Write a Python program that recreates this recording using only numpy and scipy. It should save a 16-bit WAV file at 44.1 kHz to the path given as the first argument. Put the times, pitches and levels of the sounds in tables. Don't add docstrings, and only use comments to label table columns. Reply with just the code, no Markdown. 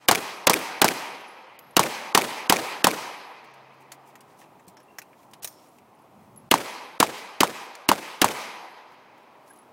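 import sys
import numpy as np
from scipy import signal
from scipy.fft import rfft, irfft, next_fast_len
from scipy.io import wavfile
from scipy.ndimage import uniform_filter1d

SR = 44100
rng = np.random.default_rng(int(sys.argv[2]) if len(sys.argv) > 2 else 0)


def ratio(d):
    e = np.asarray(d, float) / 20
    return 10 ** e


def int16_out(signal):
    q = np.round(np.clip(np.atleast_2d(signal).T, -1, 1) * 32767)
    wavfile.write(sys.argv[1], SR, q.astype(np.int16))


N = 428652
T = np.arange(N) / SR


def noise(size=N):
    return rng.standard_normal(size)


def band(x, hz, width):
    return signal.lfilter(*signal.iirpeak(hz, hz / min(width, 15000), fs=SR), x)


def between(x, lo_hz, hi_hz):
    return signal.sosfilt(signal.butter(3, [lo_hz, hi_hz], "band", fs=SR, output="sos"), x)


def unit(x):
    return x / np.sqrt(np.mean(x ** 2))


def read(table, hz):
    table_hz, values = np.transpose(table)
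    return np.interp(np.log(hz), np.log(table_hz), values)


def walk(rate):
    k = int(SR / rate)
    steps = np.repeat(noise(N // k + 1), k)
    return unit(uniform_filter1d(steps, k)[:N])


def fade(t60, hold=0., size=16384):
    return ratio(-60 * np.maximum(T[:size] - hold, 0) / max(t60, .002))


def add(out, s, x):
    i = int(s * SR)
    out[i:i + len(x)] += x[:len(out) - i]


def ring(hz, t60):
    return np.sin(2 * np.pi * hz * T[:16384]) * fade(t60)


def bursts(db, parts):
    out = np.zeros(16384)
    rise = np.minimum(T[:8192] / .0007, 1)
    for ms, part_db, hz, width, hold_ms, t60_ms in parts:
        gas = unit(band(noise(8192), hz, width))
        shape = rise * fade(t60_ms / 1000, hold_ms / 1000, size=8192)
        add(out, ms / 1000, ratio(db + part_db) * gas * shape)
    return out


def swells(floor_db, rows):
    power = ratio(2 * floor_db)
    for s, db, half in rows:
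        power = power + ratio(2 * db) * np.exp(-((T - s) / half) ** 2)
    return 10 * np.log10(power)


def duck(depth_db, recovery_s):
    fired = np.array([-.6] + [s for s, *_ in SHOTS])
    since = T - fired[np.searchsorted(fired, T) - 1]
    return depth_db * np.exp(-(since / recovery_s) ** 2 / 2)


def hiss():
    db = -72 + duck(-16, .6) + .8 * walk(5.1)
    return ratio(db) * unit(between(noise(), 4000, 17000))


# (f/Hz, level/dB per Hz)
TRAFFIC = [(120, -30), (200, 3), (373, 7.5), (416, 3), (950, 9.5), (1250, -3), (1450, -14), (1870, -5.5),
           (4950, -23.5), (14100, -36), (16000, -33)]


def traffic():
    out, swell = 0, walk(0.65)
    for hz in 220 * 2 ** np.arange(0, 5, 1 / 3):
        db = read(TRAFFIC, hz) + 10 * np.log10(hz) + .7 * swell + walk(7.8)
        out = out + ratio(db) * unit(between(noise(), hz * .82, hz * 1.22))
    return ratio(-55) * unit(out)


# (t/s at the nearest, level/dB, half length/s)
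LORRIES = [
    (1.8, -61.5, .15),
    (4.5, -64, 0.22),
    (5.4, -64.5, .5),
    (6.1, -66.5, 0.27),
    (6.55, -55, 0.28),
]


def rumble():
    db = swells(-69, LORRIES) + 2.2 * walk(8)
    return ratio(db) * (unit(between(noise(), 95, 240)) + .27 * unit(between(noise(), 25, 95)))


# (t/s, level/dB, half length/s)
REVS = [
    (.02, -64, .3),
    (2.301, -64.5, 1),
    (3.55, -58.5, 0.23),
    (3.9, -62.5, 0.28),
    (5.3, -71.5, 0.42),
]


def hum():
    db = swells(-73, REVS) + 2.2 * walk(2.7)
    hz = 134 + .8 * walk(3.0)
    return ratio(db) * np.sin(2 * np.pi * np.cumsum(hz) / SR)


def background():
    return ratio(duck(-15, 0.45)) * (traffic() + rumble() + hum()) + hiss()


# (f/Hz, level/dB per Hz)
WOODS = [(60, -40.5), (200, -13), (450, -8), (700, -8.5), (890, -2), (1120, -5.5), (1410, -11),
         (1770, -9.5), (2240, -6.5), (2820, -10.5), (3550, -14.5), (5000, -15), (9000, -24.5), (15500, -34)]
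# (f/Hz, t60/s)
WOODS_T60 = [(100, 1.6), (260, 1.2), (700, 1.8), (1800, 1.35), (3000, 0.97), (4800, .95), (8000, 0.47),
             (11000, 1.2), (15000, .36)]


def woods():
    start_s, swell_s = 0.11, 0.016
    deep_db, deep_longer, deep_top_hz = -13.5, 3.1, 6000
    out, fired = 0, np.zeros(N)
    for s, *_, roll_db in SHOTS:
        fired[int((s + start_s) * SR)] = ratio(2 * roll_db)
    fired[0] = ratio(2 * -52.5)
    swell = np.exp(-1 / (swell_s * SR))
    arriving = fired
    for _ in range(2):
        arriving = signal.lfilter([1 - swell], [1, -swell], arriving)
    trunks = walk(90)
    for hz in 70 * 2 ** np.arange(0, 7.9, 1 / 3):
        t60 = read(WOODS_T60, hz)
        near = signal.lfilter([1], [1, -ratio(-120 / (t60 * SR))], arriving)
        deep = signal.lfilter([1], [1, -ratio(-120 / (deep_longer * t60 * SR))], arriving)
        power = near + ratio(2 * deep_db) / (1 + (hz / deep_top_hz) ** 4) * deep
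        patches = ratio(.3 * trunks + 1.4 * walk(30))
        gain = ratio(read(WOODS, hz)) * np.sqrt(hz / 2000)
        out = out + gain * np.sqrt(power) * patches * unit(between(noise(), hz * .86, hz * 1.16))
    return out


# (t/s, length/s, level/dB)
CLOTH = [(3.44, 0.018, -61), (3.72, .04, -72), (3.791, .05, -66), (3.921, 0.042, -59), (4.05, .06, -62),
         (4.358, 0.087, -63), (4.658, .06, -62), (5.2, .06, -65.5), (5.421, 0.025, -38.5), (5.47, .1, -59),
         (5.55, 0.24, -68), (5.716, 0.09, -66), (5.978, .08, -79), (6.169, .13, -72.5), (8.9, .06, -71),
         (9.17, .07, -76.5), (9.457, 0.05, -63), (9.52, 0.097, -75)]
# (t/s, length/s, level/dB)
STRAP = [
    (4.09, 0.027, -65),
    (4.199, 0.25, -75),
    (4.27, .08, -69),
    (4.38, 0.09, -60.5),
    (5.17, .05, -66),
    (5.5, .22, -64.5),
]


def cloth():
    out = np.zeros(N)
    for rows, hz in (CLOTH, 9000), (STRAP, 3200):
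        for s, length, db in rows:
            grain_db = 2.2 * np.repeat(rng.exponential(size=128), 64)
            fibres = noise(8192) * ratio(grain_db)
            stroke = np.sin(np.pi * np.minimum(T[:8192] / length, 1))
            add(out, s, ratio(db) * unit(band(fibres, hz, hz * 1.8)) * stroke)
    return out


def squeak():
    out = np.zeros(N)
    part = np.minimum(T[:8192] / 0.015, 1)
    chirp = np.sin(2 * np.pi * np.cumsum(1560 + 120 * part) / SR)
    add(out, 9.503, ratio(-47.5) * np.sin(np.pi * part) * chirp)
    return out


# (t/s, f/Hz, level/dB, t60/s, blur/Hz)
STEEL = [(1.59, 15550, -64, .16, 60), (5.447, 5450, -56, .6, 700), (4.987, 14200, -53, .09, 700),
         (5.446, 6800, -64, .36, 200), (5.476, 8960, -56, .25, 250), (5.475, 14120, -40, .085, 600),
         (5.565, 5400, -59, .13, 300), (4.674, 140, -44.5, .08, 140), (4.88, 2720, -63, .5, 120),
         (4.772, 5370, -57, .12, 300), (4.42, 2900, -58, .06, 500), (4.44, 2600, -59, .06, 500),
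         (5.13, 2100, -56, .04, 300)]
# (t/s, f/Hz, level/dB, t60/s)
BRASS = [(1.269, 10240, -55, 0.18), (1.591, 11430, -54, 0.44), (1.708, 10440, -54, .04),
         (4.83, 11100, -59, 0.043), (5.685, 10640, -55, .04), (5.95, 10240, -63.5, .035),
         (6.018, 11200, -62, 0.048), (6.361, 10220, -52, .11), (6.372, 11140, -45, 0.086),
         (9.485, 10060, -55.5, .19), (9.506, 10200, -54, 0.13), (9.533, 11300, -54, .055),
         (9.558, 10300, -58, .08), (9.585, 10250, -53, 0.12)]


def ringing_metal():
    out = np.zeros(N)
    brass = [row + (14 / row[3],) for row in BRASS]
    for s, hz, db, t60, blur in STEEL + brass:
        mode = band(band(noise(16384), hz, blur), hz, blur)
        add(out, s, ratio(db) * unit(mode) * fade(t60))
    return out


# (t/s, level/dB, brightness/dB)
CLICKS = [(3.456, -60, -4), (3.5382, -52, 0), (3.8194, -58, -4), (3.9185, -33.5, 0.2), (3.934, -65, -8),
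          (4.154, -43.5, -3), (4.206, -47.5, 6), (4.279, -64, -6), (4.3902, -52, 2), (4.4159, -54.5, -12),
          (4.596, -54, -1), (4.6807, -47, 9.5), (4.7688, -47, -5), (4.8007, -52, -3), (4.9848, -30, 1.2),
          (5.0173, -40.5, 0), (5.1295, -61, -13), (5.23, -57.5, -1.1), (5.3117, -56, 4),
          (5.3343, -39.5, 1.3), (5.445, -24, 6.5), (5.474, -34.5, 5), (5.6844, -63, .6),
          (5.7847, -54.5, -1.5), (5.989, -65, 7), (9.1783, -60, 1), (9.23, -64.5, -1)]
# (t/s, level/dB, brightness/dB)
TICKS = [(1.2091, -54, 11), (1.59, -41.5, 10.5), (1.7081, -62, 8), (6.3606, -55.5, 16), (7.752, -35.5, 0),
         (9.5054, -59, 12), (9.5342, -63.5, 15), (9.559, -62, 8), (9.573, -62, 12), (9.5867, -60, 9),
         (9.628, -63, 3)]


def clicks():
    out = np.zeros(N)
    for rows, t60 in (CLICKS, 0.049), (TICKS, .025):
        for s, db, bright_db in rows:
            grit = noise(8192) * fade(t60, 0.0016, size=8192)
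            modes = sum(band(grit, hz, hz / 10) for hz in 1500 * 10 ** rng.random(size=5))
            grit = grit / 2 + ratio(3) * modes / 2
            add(out, s, 1.3 * ratio(db) * between(grit, 2500, 7000))
            add(out, s, .9 * ratio(db - 3.5 + bright_db) * between(grit, 7000, 16000))
            add(out, s, 2.2 * ratio(db + 1 - bright_db) * between(grit, 500, 2700))
    return out


def handling():
    return clicks() + ringing_metal() + squeak() + cloth()


def aimed(aim, at_0, at_1):
    return at_0 + aim * (at_1 - at_0)


# (delay/ms, level/dB, f/Hz, width/Hz, hold/ms, t60/ms)
FAR_BANK = [
    (38.3, -2.5, 378, 350, 57, 260),
    (50.7, -9, 500, 2800, 5.8, 40),
    (90.4, -3, 760, 1700, 15, 35),
    (74.2, -18.5, 9000, 9000, 52, 570),
]


def far_bank(aim, roll_db):
    return bursts(roll_db + aimed(aim, 6, 3.5), FAR_BANK)


# (delay/ms, level/dB, f/Hz, width/Hz, hold/ms, t60/ms)
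STANDS = [
    (62, -22, 3000, 5000, 3, 20),
    (66.5, -7, 6000, 9000, .3, 6),
    (71.8, -6, 6000, 10000, .3, 6),
    (122, -25, 6000, 9000, .4, 8),
]
# (delay/ms, level/dB, f/Hz, t60/ms)
BOARDS = [
    (66.3, -5, 2300, 8),
    (71.6, -2, 2350, 8),
]


def target_stands(aim):
    stands_db = aimed(aim, -2.5, -26.5)
    out = bursts(stands_db, STANDS)
    for ms, db, hz, t60_ms in BOARDS:
        add(out, ms / 1000, ratio(stands_db + db) * ring(hz, t60_ms / 1000))
    return out


# (delay/ms, level/dB, f/Hz, width/Hz, hold/ms, t60/ms)
BANK_CRACK = [(0, -1, 4000, 7920, 3.2, 7), (3, -23.5, 2490, 7870, 4, 200)]
BANK_FACE = [(7.3, .01, 2000, 6000, 1.5, 9.1)]
BANK_BOOM = [(4, -3.5, 240, 330, 2.4, 26), (6, -8.5, 600, 650, 13, 41)]


def earth_bank(aim, hz):
    t, sag = T[:16384], 450.
    turns = 1.5 * hz * (t / 2 + (1 - np.exp(-sag * t)) / sag / 2)
    swings = -np.sin(2 * np.pi * turns) * np.minimum(.7 + t / .004, 1) * fade(.006, .0026)
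    out = ratio(aimed(aim, -3.5, 1)) * swings
    out += bursts(aimed(aim, -7, -17), BANK_CRACK)
    out += bursts(aimed(aim, -16, -29.5), BANK_FACE)
    return out + bursts(aimed(aim, -11, -17.5), BANK_BOOM)


# (delay/ms, level/dB, f/Hz, t60/ms)
THUMP = [
    (3.2, -1, 340, 24),
    (6.5, -8.5, 270, 28),
    (3, -18, 200, 150),
]


def thump(aim):
    out = np.zeros(16384)
    for ms, db, hz, t60_ms in THUMP:
        add(out, ms / 1000, ratio(aimed(aim, -8, -5) + db) * ring(hz, t60_ms / 1000))
    return out


# (delay/ms, level/dB, f/Hz, width/Hz, hold/ms, t60/ms)
CRACK = [
    (0.5, -8, 2900, 1000, 3.5, 7),
    (1, -6, 3100, 26000, 1.9, 13),
    (5.9, -13, 1000, 2100, 1.1, 20),
    (0.5, -12, 750, 980, 8, 41.6),
    (12, -26.5, 900, 930, 11, 20),
]
LEAD = [(0, -30, 9000, 14000, 6.3, 3.7)]
# (t/s, aim 0-1 swinging away from the stands, bank slap f/Hz, roll level/dB)
SHOTS = [(0.0842, 0.13, 800, -33.5), (0.4686, 0, 820, -32), (0.8155, 0.09, 770, -32.5),
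         (1.7656, 0.32, 910, -32), (2.1474, 0.37, 910, -32), (2.4958, 0.37, 815, -32),
         (2.8416, 0.5, 877, -34), (6.512, 0.73, 880, -35), (7, 0.83, 933, -37.5), (7.4045, 0.81, 890, -38),
         (7.8878, 0.91, 893, -37.5), (8.2156, 0.54, 865, -33.5)]


def blasts():
    out = np.zeros(N)
    for s, aim, slap_hz, roll_db in SHOTS:
        crack_db = aimed(aim, 0.3, -3)
        add(out, s - .004, bursts(crack_db, LEAD))
        add(out, s, bursts(crack_db, CRACK) + thump(aim))
        add(out, s, target_stands(aim) + far_bank(aim, roll_db))
        add(out, s + aimed(aim, 27.6, 27.4) / 1000, earth_bank(aim, slap_hz))
    return out


def scene():
    return (background() + woods() + handling() + blasts())[None]


# (band from f/Hz, level/dB under the attack)
STARVED = [
    (0, 32.5),
    (1700, 20.5),
    (5000, 18),
    (9000, 13.5),
]


def starve(x, top_hz):
    frame, block, grid = 1024, 128, 662
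    size, count, out = next_fast_len(N), (N - grid) // frame, 0
    end = grid + count * frame
    hz = np.arange(size // 2 + 1) * SR / size
    spectra = rfft([x, noise()], size)
    spectra[1] *= (hz > 600) * (hz < top_hz)
    splits = [1 / (1 + (hz / edge) ** 8) for edge, _ in STARVED[1:]]
    under = [0 * hz] + splits + [1 + 0 * hz]

    def spread(blocks):
        gain = np.pad(np.repeat(blocks, block), (grid, N - end), "edge")
        return uniform_filter1d(gain, size=48)

    for k, (_, under_db) in enumerate(STARVED):
        part, grain = irfft(spectra * (under[k + 1] - under[k]), size)[:, :N]
        level = np.sqrt(np.mean(part[grid:end].reshape(count, -1, block) ** 2, axis=2))
        coming = np.maximum.accumulate(level[:, ::-1], axis=1)[:, ::-1]
        lost = (level < coming * ratio(-under_db)).ravel()
        smear = lost * np.roll(level.ravel(), -1) * ratio(-29)
        out = out + spread(1. 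- lost) * part + spread(smear) * unit(grain)
    return out


def band_limit(x):
    return signal.sosfilt(signal.butter(12, 16980, fs=SR, output="sos"), x)


def record(dry):
    overload, top_hz = .62, 15800
    x = overload * np.tanh(dry[0] / overload)
    x = signal.sosfilt(signal.butter(2, 90, "high", fs=SR, output="sos"), x)
    x = signal.sosfilt(signal.ellip(8, .5, 40, top_hz, fs=SR, output="sos"), x)
    mix = starve(x, top_hz)[None]
    return band_limit(mix)


dry = scene()
out = record(dry)
int16_out(out)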